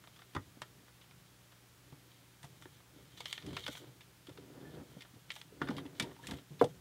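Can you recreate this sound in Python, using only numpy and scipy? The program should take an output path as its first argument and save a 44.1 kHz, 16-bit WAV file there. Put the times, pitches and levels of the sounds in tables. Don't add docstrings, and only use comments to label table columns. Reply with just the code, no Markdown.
import sys
import numpy as np
from scipy import signal
from scipy.fft import rfft, irfft
from scipy.io import wavfile
from scipy.ndimage import uniform_filter1d

SR = 44100
rng = np.random.default_rng(int(sys.argv[2]) if len(sys.argv) > 2 else 0)


def volts_from_db(level):
    exponent = np.asarray(level, float) / 20
    return 10 ** exponent


def master(y):
    cut = np.clip(np.atleast_2d(y).T, -1, 1)
    pcm = np.round(cut * 32767)
    wavfile.write(sys.argv[1], SR, pcm.astype(np.int16))


N = 299968

# centre in Hz, width in Hz, level in dB.
CUTTER_MODES = [(2190, 490, -1), (3006, 335, 0), (3300, 216, 5.5), (3554, 423, 1.5), (4730, 1040, -8.5),
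                (1750, 187, -2)]
# centre in Hz, width in Hz, level in dB.
EDGE_MODES = [(5030, 1150, 4), (6000, 2800, 3), (8300, 3060, 2.5), (10340, 4500, -1.5), (13600, 11200, -15)]
# centre in Hz, width in Hz, level in dB.
BODY_MODES = [(786, 760, 4.5), (1113, 260, 11), (1326, 183, 8.5), (1926, 320, 8)]
# centre in Hz, width in Hz, level in dB.
PIPE_MODES = [(203.5, 14, -4.5), (285, 65.4, 3.5), (412, 52, 0.5), (465.5, 85, -2), (720, 230, -17.5),
              (1000, 160, -14), (1464, 350, -19), (1750, 480, -19.5)]


def unit(x):
    return x / np.sqrt(np.mean(x ** 2))


def add(out, start_s, x):
    i = int(start_s * SR)
    out[i:i + len(x)] += x[:N - i]


def resonance(x, hz, width_hz):
    b, a = signal.iirpeak(hz, hz / (1.956 * width_hz), fs=SR)
    once = signal.lfilter(b, a, x)
    return signal.lfilter(b, a, once)


def modes(x, table):
    power = 0
    total = 0
    for k, (hz, width_hz, db) in enumerate(table):
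        power += np.pi * width_hz / SR * volts_from_db(db) ** 2
        total = total + (-1) ** k * volts_from_db(db) * resonance(x, hz, width_hz)
    return total / np.sqrt(power)


def walk(rate_hz):
    hold = int(SR / rate_hz)
    steps = np.repeat(rng.standard_normal(N // hold + 1), hold)
    slewed = uniform_filter1d(uniform_filter1d(steps, hold), hold)
    return unit(slewed[:N])


def grit(per_s, spread_db):
    hit = rng.random(N) < per_s / SR
    size = volts_from_db(spread_db * np.minimum(rng.exponential(size=N), 3.5))
    impacts = unit(hit * size * rng.standard_normal(N))
    return unit(impacts + 0.6 * rng.standard_normal(N))


def swell(t, rise_s, t60_s):
    up = np.sin(np.pi / 2 * np.clip(t / max(rise_s, 1 / SR), 0, 1)) ** 2
    fade = 1000 ** (-np.maximum(t - rise_s, 0) / max(t60_s, 0.004))
    return up * fade


def strokes(table, rest_db, second_rest_db):
    ends_db = -17
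    t = np.arange(N) / SR
    first, second = volts_from_db(rest_db), volts_from_db(second_rest_db)
    for start, top, end, db, second_db in table:
        away = (t - top) / np.where(t < top, top - start, end - top)
        gain = volts_from_db(db + ends_db * away ** 2)
        first = np.hypot(first, gain)
        second = np.hypot(second, volts_from_db(second_db) * gain)
    return first, second


def basement():
    # frequency in Hz, density in dB per Hz.
    hiss_curve = [(15, -54), (25, -23), (49, -4), (87, -9.5), (123, -26), (185, -28), (206, -8.5),
                  (263, -22), (326, -13), (363, -16), (754, -18), (1370, -17), (16000, -27.5)]
    # frequency in Hz, rms level in dB, wobble in dB.
    hum_partials = [(62, -81, 1), (120, -67.5, -0.5), (183, -76, 0.5)]
    hiss_db = -64.5
    curve_hz, curve_db = np.transpose(hiss_curve)
    f = np.maximum(np.arange(N // 2 + 1) * SR / N, 1)
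    colour = volts_from_db(np.interp(np.log(f), np.log(curve_hz), curve_db))
    hiss = unit(irfft(rfft(rng.standard_normal(N)) * colour, N))
    t = np.arange(N) / SR
    hum = np.zeros(N)
    for hz, db, wobble_db in hum_partials:
        level = np.sqrt(2) * volts_from_db(db + wobble_db * walk(4.92))
        hum += level * np.sin(2 * np.pi * hz * t + 0.5 * walk(4.1))
    return volts_from_db(hiss_db) * hiss + hum


def rings():
    # start in seconds, fade t60 in seconds,
    # pitch in Hz, peak in dB.
    slips = [(2.625, 0.053, 3470, -56), (3.635, 0.043, 3670, -43.5), (3.677, 0.042, 1530, -40),
             (3.768, .05, 1505, -53), (4.006, 0.023, 3300, -50), (4.27, 0.028, 3300, -52),
             (4.63, 0.2, 1744, -60), (5.645, 0.05, 4270, -59), (5.648, .05, 9150, -65),
             (5.655, .04, 10000, -68), (5.703, .02, 15200, -64), (5.772, 0.081, 10000, -60),
             (5.775, .06, 13700, -68), (5.774, 0.065, 3230, -54), (5.815, .02, 3300, -67),
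             (6.005, 0.13, 116, -38), (6.035, 0.055, 940, -44), (5.617, 0.032, 1510, -35),
             (6.235, 0.04, 1750, -51), (6.309, 0.043, 1640, -46.5), (6.325, 0.068, 95, -38.5),
             (6.613, 0.018, 1590, -38), (6.598, 0.045, 3470, -47.5), (6.617, 0.039, 720, -25),
             (6.618, 0.1, 114, -35.5), (6.639, 0.029, 757, -30.5)]
    # start in seconds, fade t60 in seconds, pitch in Hz, peak in dB.
    struck = [
        (6.0, 0.14, 3650, -46),
        (6.0, 0.074, 2306, -40.5),
        (6.163, 0.043, 896, -54),
        (6.185, 0.12, 930, -54),
        (6.6125, 0.023, 1000, -21.5),
    ]
    t = np.arange(SR // 3) / SR
    out = np.zeros(N)
    for table, rise_share in [(slips, 0.15), (struck, 0.082)]:
        for start, t60, hz, db in table:
            drift = np.cumsum(rng.standard_normal(len(t))) * 0.04
            flutter = 1 + 7 * uniform_filter1d(rng.standard_normal(len(t)), size=200)
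            tone = np.sin(2 * np.pi * hz * t + drift)
            add(out, start, volts_from_db(db) * swell(t, rise_share * t60, t60) * flutter * tone)
    return out


def knocks():
    # start in seconds, peak in dB, pitch in Hz,
    # t60 in seconds.
    hand_knocks = [(0.373, -35, 105, 0.07), (0.392, -43.5, 95, 0.12), (0.47, -55, 94.2, 0.19),
                   (2.655, -47.5, 350, 0.033), (3.448, -51, 290, 0.065), (3.472, -38.5, 297, 0.065),
                   (3.489, -41.5, 296, 0.042), (3.526, -42, 325, 0.037), (3.683, -39, 567, 0.03),
                   (3.69, -39.5, 236, 0.033), (3.827, -50, 368, 0.05), (3.84, -53.5, 320, 0.059),
                   (3.869, -52, 126, 0.17), (4.284, -43, 328, 0.038), (4.295, -49, 527, 0.047),
                   (4.308, -48, 115, 0.05), (4.384, -44, 420, 0.021), (4.965, -42, 205, 0.069),
                   (5.135, -49.5, 222, 0.037), (5.157, -49, 108, 0.088), (5.522, -50, 426, 0.1),
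                   (5.615, -28, 340, 0.025), (5.693, -26, 265, 0.038), (6.505, -43.5, 147, 0.12),
                   (6.6126, -12, 447, 0.027), (6.623, -22.5, 420, 0.028), (6.634, -31, 396, 0.04),
                   (6.641, -25.5, 488, 0.031), (6.655, -40, 316, 0.07)]
    # start in seconds, peak in dB, pitch in Hz, t60 in seconds,
    # overtone relative to peak in dB.
    tool_knocks = [(0.351, -34.5, 330, 0.023, 5), (0.361, -33, 103, 0.037, 9.5),
                   (0.57, -46.5, 258, 0.024, -10), (0.617, -53, 128, 0.06, 10), (1.924, -45, 136, 0.059, 0),
                   (2.439, -45.5, 131, 0.098, 7), (2.96, -53, 306, 0.08, -10),
                   (3.203, -46.5, 468, 0.023, 11.5), (5.633, -37, 273, 0.061, -4),
                   (5.708, -31.5, 195, 0.095, -3), (5.77, -39, 280, 0.14, -7),
                   (5.853, -40.5, 285, 0.06, -2), (6.005, -34.5, 209, 0.089, -1.5),
                   (6.03, -39.5, 200, 0.07, -10), (6.116, -50, 124, 0.043, 12.5),
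                   (6.284, -45, 207, 0.26, 5), (6.316, -36, 210, 0.071, -2)]
    hand_push_s, tool_push_s, hand_overtone_db = 0.0036, 0.0023, -23
    blows = [(*row, hand_overtone_db, hand_push_s) for row in hand_knocks]
    blows += [(*row, tool_push_s) for row in tool_knocks]
    t = np.arange(SR // 3) / SR
    out = np.zeros(N)
    for start, db, hz, t60, overtone_db, push_s in blows:
        force = swell(t, push_s, t60)
        shake = rng.standard_normal(len(t)) * force
        thump = force * np.sin(2 * np.pi * hz * t)
        tail = 0.34 * modes(shake, PIPE_MODES[:6])
        overtone = 0.31 * volts_from_db(overtone_db) * modes(shake * force, BODY_MODES[:2])
        add(out, start, volts_from_db(db) * (thump + tail + overtone))
    return out


def clicks():
    # start in seconds, peak in dB, body relative to peak
    # in dB, edge relative to peak in dB.
    ticks = [(0.3354, -54, -7, -6), (0.3495, -38, 1, -3), (0.6182, -34, 3.5, -3.5), (2.6223, -49.5, 3, 0),
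             (3.2046, -32.5, -6.5, -6), (3.2558, -28.5, -8, -10.5), (3.4235, -43, -6, -16),
             (3.4637, -42, -14, -1), (3.507, -49, -17, -18), (3.530, -41.5, -3.5, -5),
             (3.6643, -28.5, -8, -12), (3.6795, -32.5, 1.5, -4), (3.7517, -39, -2, -14),
             (4.2926, -45.5, -0.5, -6), (5.2945, -53, -10, -22), (5.3037, -29, -11, -13.5),
             (5.3622, -37.5, -2, -7), (5.7048, -40, 0, -6), (5.9979, -20, -7.5, -3), (6.2698, -35, -16, 3),
             (6.3105, -33.5, -6.5, -3), (6.3854, -48.5, 0, -20), (6.6419, -36.5, -12, 1.5)]
    # start in seconds, peak, body and edge in dB as above.
    snaps = [
        (3.3276, -24.5, -12, -1.5),
        (3.3782, -29.5, -3.5, -23),
        (5.3174, -35.5, -29, -2),
        (5.4144, -37, -14, -6),
        (5.8626, -44.5, -18, -12),
    ]
    # start in seconds, peak in dB, body relative to
    # peak in dB.
    taps = [(0.0732, -45.5, 0), (0.3554, -45, 8), (0.8814, -56, 5.5), (1.1099, -49, 1), (1.924, -56, 3),
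            (2.6554, -50, 10), (2.8038, -53, 3.5), (3.843, -58, 10), (5.0494, -51.5, 5.5),
            (5.6161, -38.5, 17), (6.6118, -39, -1)]
    # start in seconds, peak, body and edge in dB as above.
    slides = [(0.0362, -54, 9, -16), (0.1884, -51, 4.5, -8), (0.2159, -46.5, 2, -18),
              (0.3626, -40.5, 15, -23), (1.0394, -59, 2, -11), (1.5184, -54, 4, -10),
              (3.3374, -44, -9, -13), (3.5647, -27.5, -1, -11), (3.636, -42, -11, -15),
              (3.7693, -42, -6, -10), (4.267, -43.5, -7, -7), (4.3725, -44, -1, -14), (5.019, -41, -12, -6),
              (5.6161, -36, -9, -22), (5.628, -49, -5, -6), (5.6845, -36.5, 6.5, -8),
              (5.8511, -50.5, -7, -18), (5.9494, -53, -1, -14), (6.11, -58, 11, -14),
              (6.1614, -51.5, 1, -14), (6.3345, -46, -15, -18)]
    # start in seconds, peak, body and edge in dB as above.
    rubs = [(0.159, -51.5, -2, -3), (1.0108, -49.5, -4, -18), (2.4277, -49.5, 4, 4.5),
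            (2.4424, -49, -11, 2.5), (3.1724, -45, -10, -4), (4.0058, -45.5, -7, -9),
            (5.005, -42, -10, -10), (5.671, -43.5, 9, -19), (5.7635, -39.5, -8, -5.5),
            (5.7794, -40, 4.5, -13), (6.0214, -33.5, -19, -3.5), (6.2407, -51, 5, -4), (6.288, -48, 2, -1),
            (6.592, -40, -11, -18)]
    tap_edge_db, slide_s = -28, 0.0027
    dull_taps = [(*row, tap_edge_db) for row in taps]
    # contacts, t60 in seconds, slide in seconds
    kinds = [(ticks, 0.042, 0), (snaps, 0.021, 0), (dull_taps, 0.036, 0),
             (slides, 0.038, slide_s), (rubs, 0.075, slide_s)]
    t = np.arange(SR // 5) / SR
    out = np.zeros(N)
    for table, t60, slide in kinds:
        for start, db, body_db, edge_db in table:
            force = 0.38 * rng.standard_normal(len(t)) * swell(t, slide, t60)
            if slide == 0:
                force = force + 1.38 * np.exp(-t / 0.00004)
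            top = modes(force * swell(t, slide, 0.017), EDGE_MODES[3:])
            edge = modes(force, EDGE_MODES[:3]) + 0.06 * top
            body = modes(force, BODY_MODES)
            x = modes(force, CUTTER_MODES) + volts_from_db(body_db) * body + volts_from_db(edge_db) * edge
            add(out, start, volts_from_db(db) * x)
    return out


def turning():
    # start, strongest moment and end in seconds, scrape in dB,
    # treble relative to scrape in dB.
    wheel_strokes = [(-0.1, 0.2, 0.5, -76, 4), (1.95, 2.14, 2.24, -73, -6), (2.4, 2.6, 2.87, -73.5, 6),
                     (2.9, 3.01, 3.1, -69.5, -3), (3.11, 3.28, 3.47, -55.5, -1),
                     (3.42, 3.61, 3.864, -53.5, -3), (3.6, 3.76, 3.83, -60.5, 6.5),
                     (4.2, 4.32, 4.45, -75, 1.5), (4.5, 4.76, 4.87, -70, -6), (4.84, 4.89, 5.2, -69, 1.5),
                     (5.27, 5.37, 5.46, -61, 4.5), (5.58, 5.74, 5.85, -61, -6), (5.9, 5.985, 6.02, -64, 0),
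                     (5.98, 6.1, 6.24, -70, 3), (6.19, 6.27, 6.43, -58.5, 1.5), (6.5, 6.64, 6.95, -70.5, 7)]
    # start, strongest moment and end in seconds, rumble in dB,
    # wall relative to rumble in dB.
    roller_pushes = [(-0.05, 0.2, 0.34, -73, -7), (0.45, 0.8, 0.89, -70, -6), (1.7, 2.0, 2.2, -73, -7),
                     (2.4, 2.6, 2.87, -71.5, 4), (2.88, 3.01, 3.1, -63.5, -2),
                     (3.11, 3.2, 3.36, -68.5, 1.5), (3.41, 3.48, 3.66, -51, -2), (3.6, 3.69, 3.8, -71, 9),
                     (3.78, 3.83, 4.0, -60, -9), (4.22, 4.41, 4.52, -62, 0), (4.4, 4.66, 4.76, -53.5, -6.5),
                     (4.7, 4.8, 4.86, -49.5, -8), (4.84, 4.89, 5.05, -62.5, 3), (5.15, 5.28, 5.5, -80, 8),
                     (5.42, 5.59, 5.63, -62.5, -8), (5.6, 5.63, 5.9, -48.5, -3),
                     (5.68, 5.8, 6.02, -54, -1.5), (5.985, 6.008, 6.17, -47.5, -9),
                     (6.19, 6.33, 6.44, -53.5, -2), (6.5, 6.64, 6.92, -63.5, 6.5)]
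    # centre in Hz, width in Hz, level in dB.
    wall_modes = [(71.7, 11.6, -2), (95, 5.5, 4), (147, 36, 2)]
    scrape, treble = strokes(wheel_strokes, -79.5, -84)
    rumble, bass = strokes(roller_pushes, -75, -72.5)
    grind = grit(2500, 3.0) * volts_from_db(2.5 * walk(60))
    frame = modes(grind, CUTTER_MODES[1:5]) + 0.41 * modes(grind, CUTTER_MODES[:1])
    wheel = scrape * (frame + 0.28 * modes(grind, BODY_MODES)) + treble * modes(grind, EDGE_MODES)
    rollers = rumble * volts_from_db(walk(40)) * modes(grit(900, 2.8), PIPE_MODES)
    wall = bass * volts_from_db(2.0 * walk(10)) * modes(rng.standard_normal(N), wall_modes)
    return wheel + rollers + wall


def recess_echo(work):
    t60_s, level_db = 0.11, -14
    t = np.arange(SR // 3) / SR
    tail = rng.standard_normal(len(t)) * 1000 ** (-t / t60_s) * (t > 0.003)
    tail = signal.lfilter([0.5], [1, -0.5], tail)
    wet = signal.fftconvolve(work, tail / np.sqrt(np.sum(tail ** 2)))[:N]
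    return volts_from_db(level_db) * wet


def scene():
    work = rings() + knocks() + clicks() + turning()
    return (basement() + work + recess_echo(work))[None]


def top_cut(x):
    return signal.sosfilt(signal.butter(12, 16430, fs=SR, output="sos"), x)


def record(dry):
    low_cut = signal.butter(3, 55, "high", fs=SR, output="sos")
    high_cut = signal.ellip(12, 0.3, 80, 15750, fs=SR, output="sos")
    mix = signal.sosfilt(high_cut, signal.sosfilt(low_cut, dry))
    return top_cut(mix)


dry = scene()
out = record(dry)
master(out)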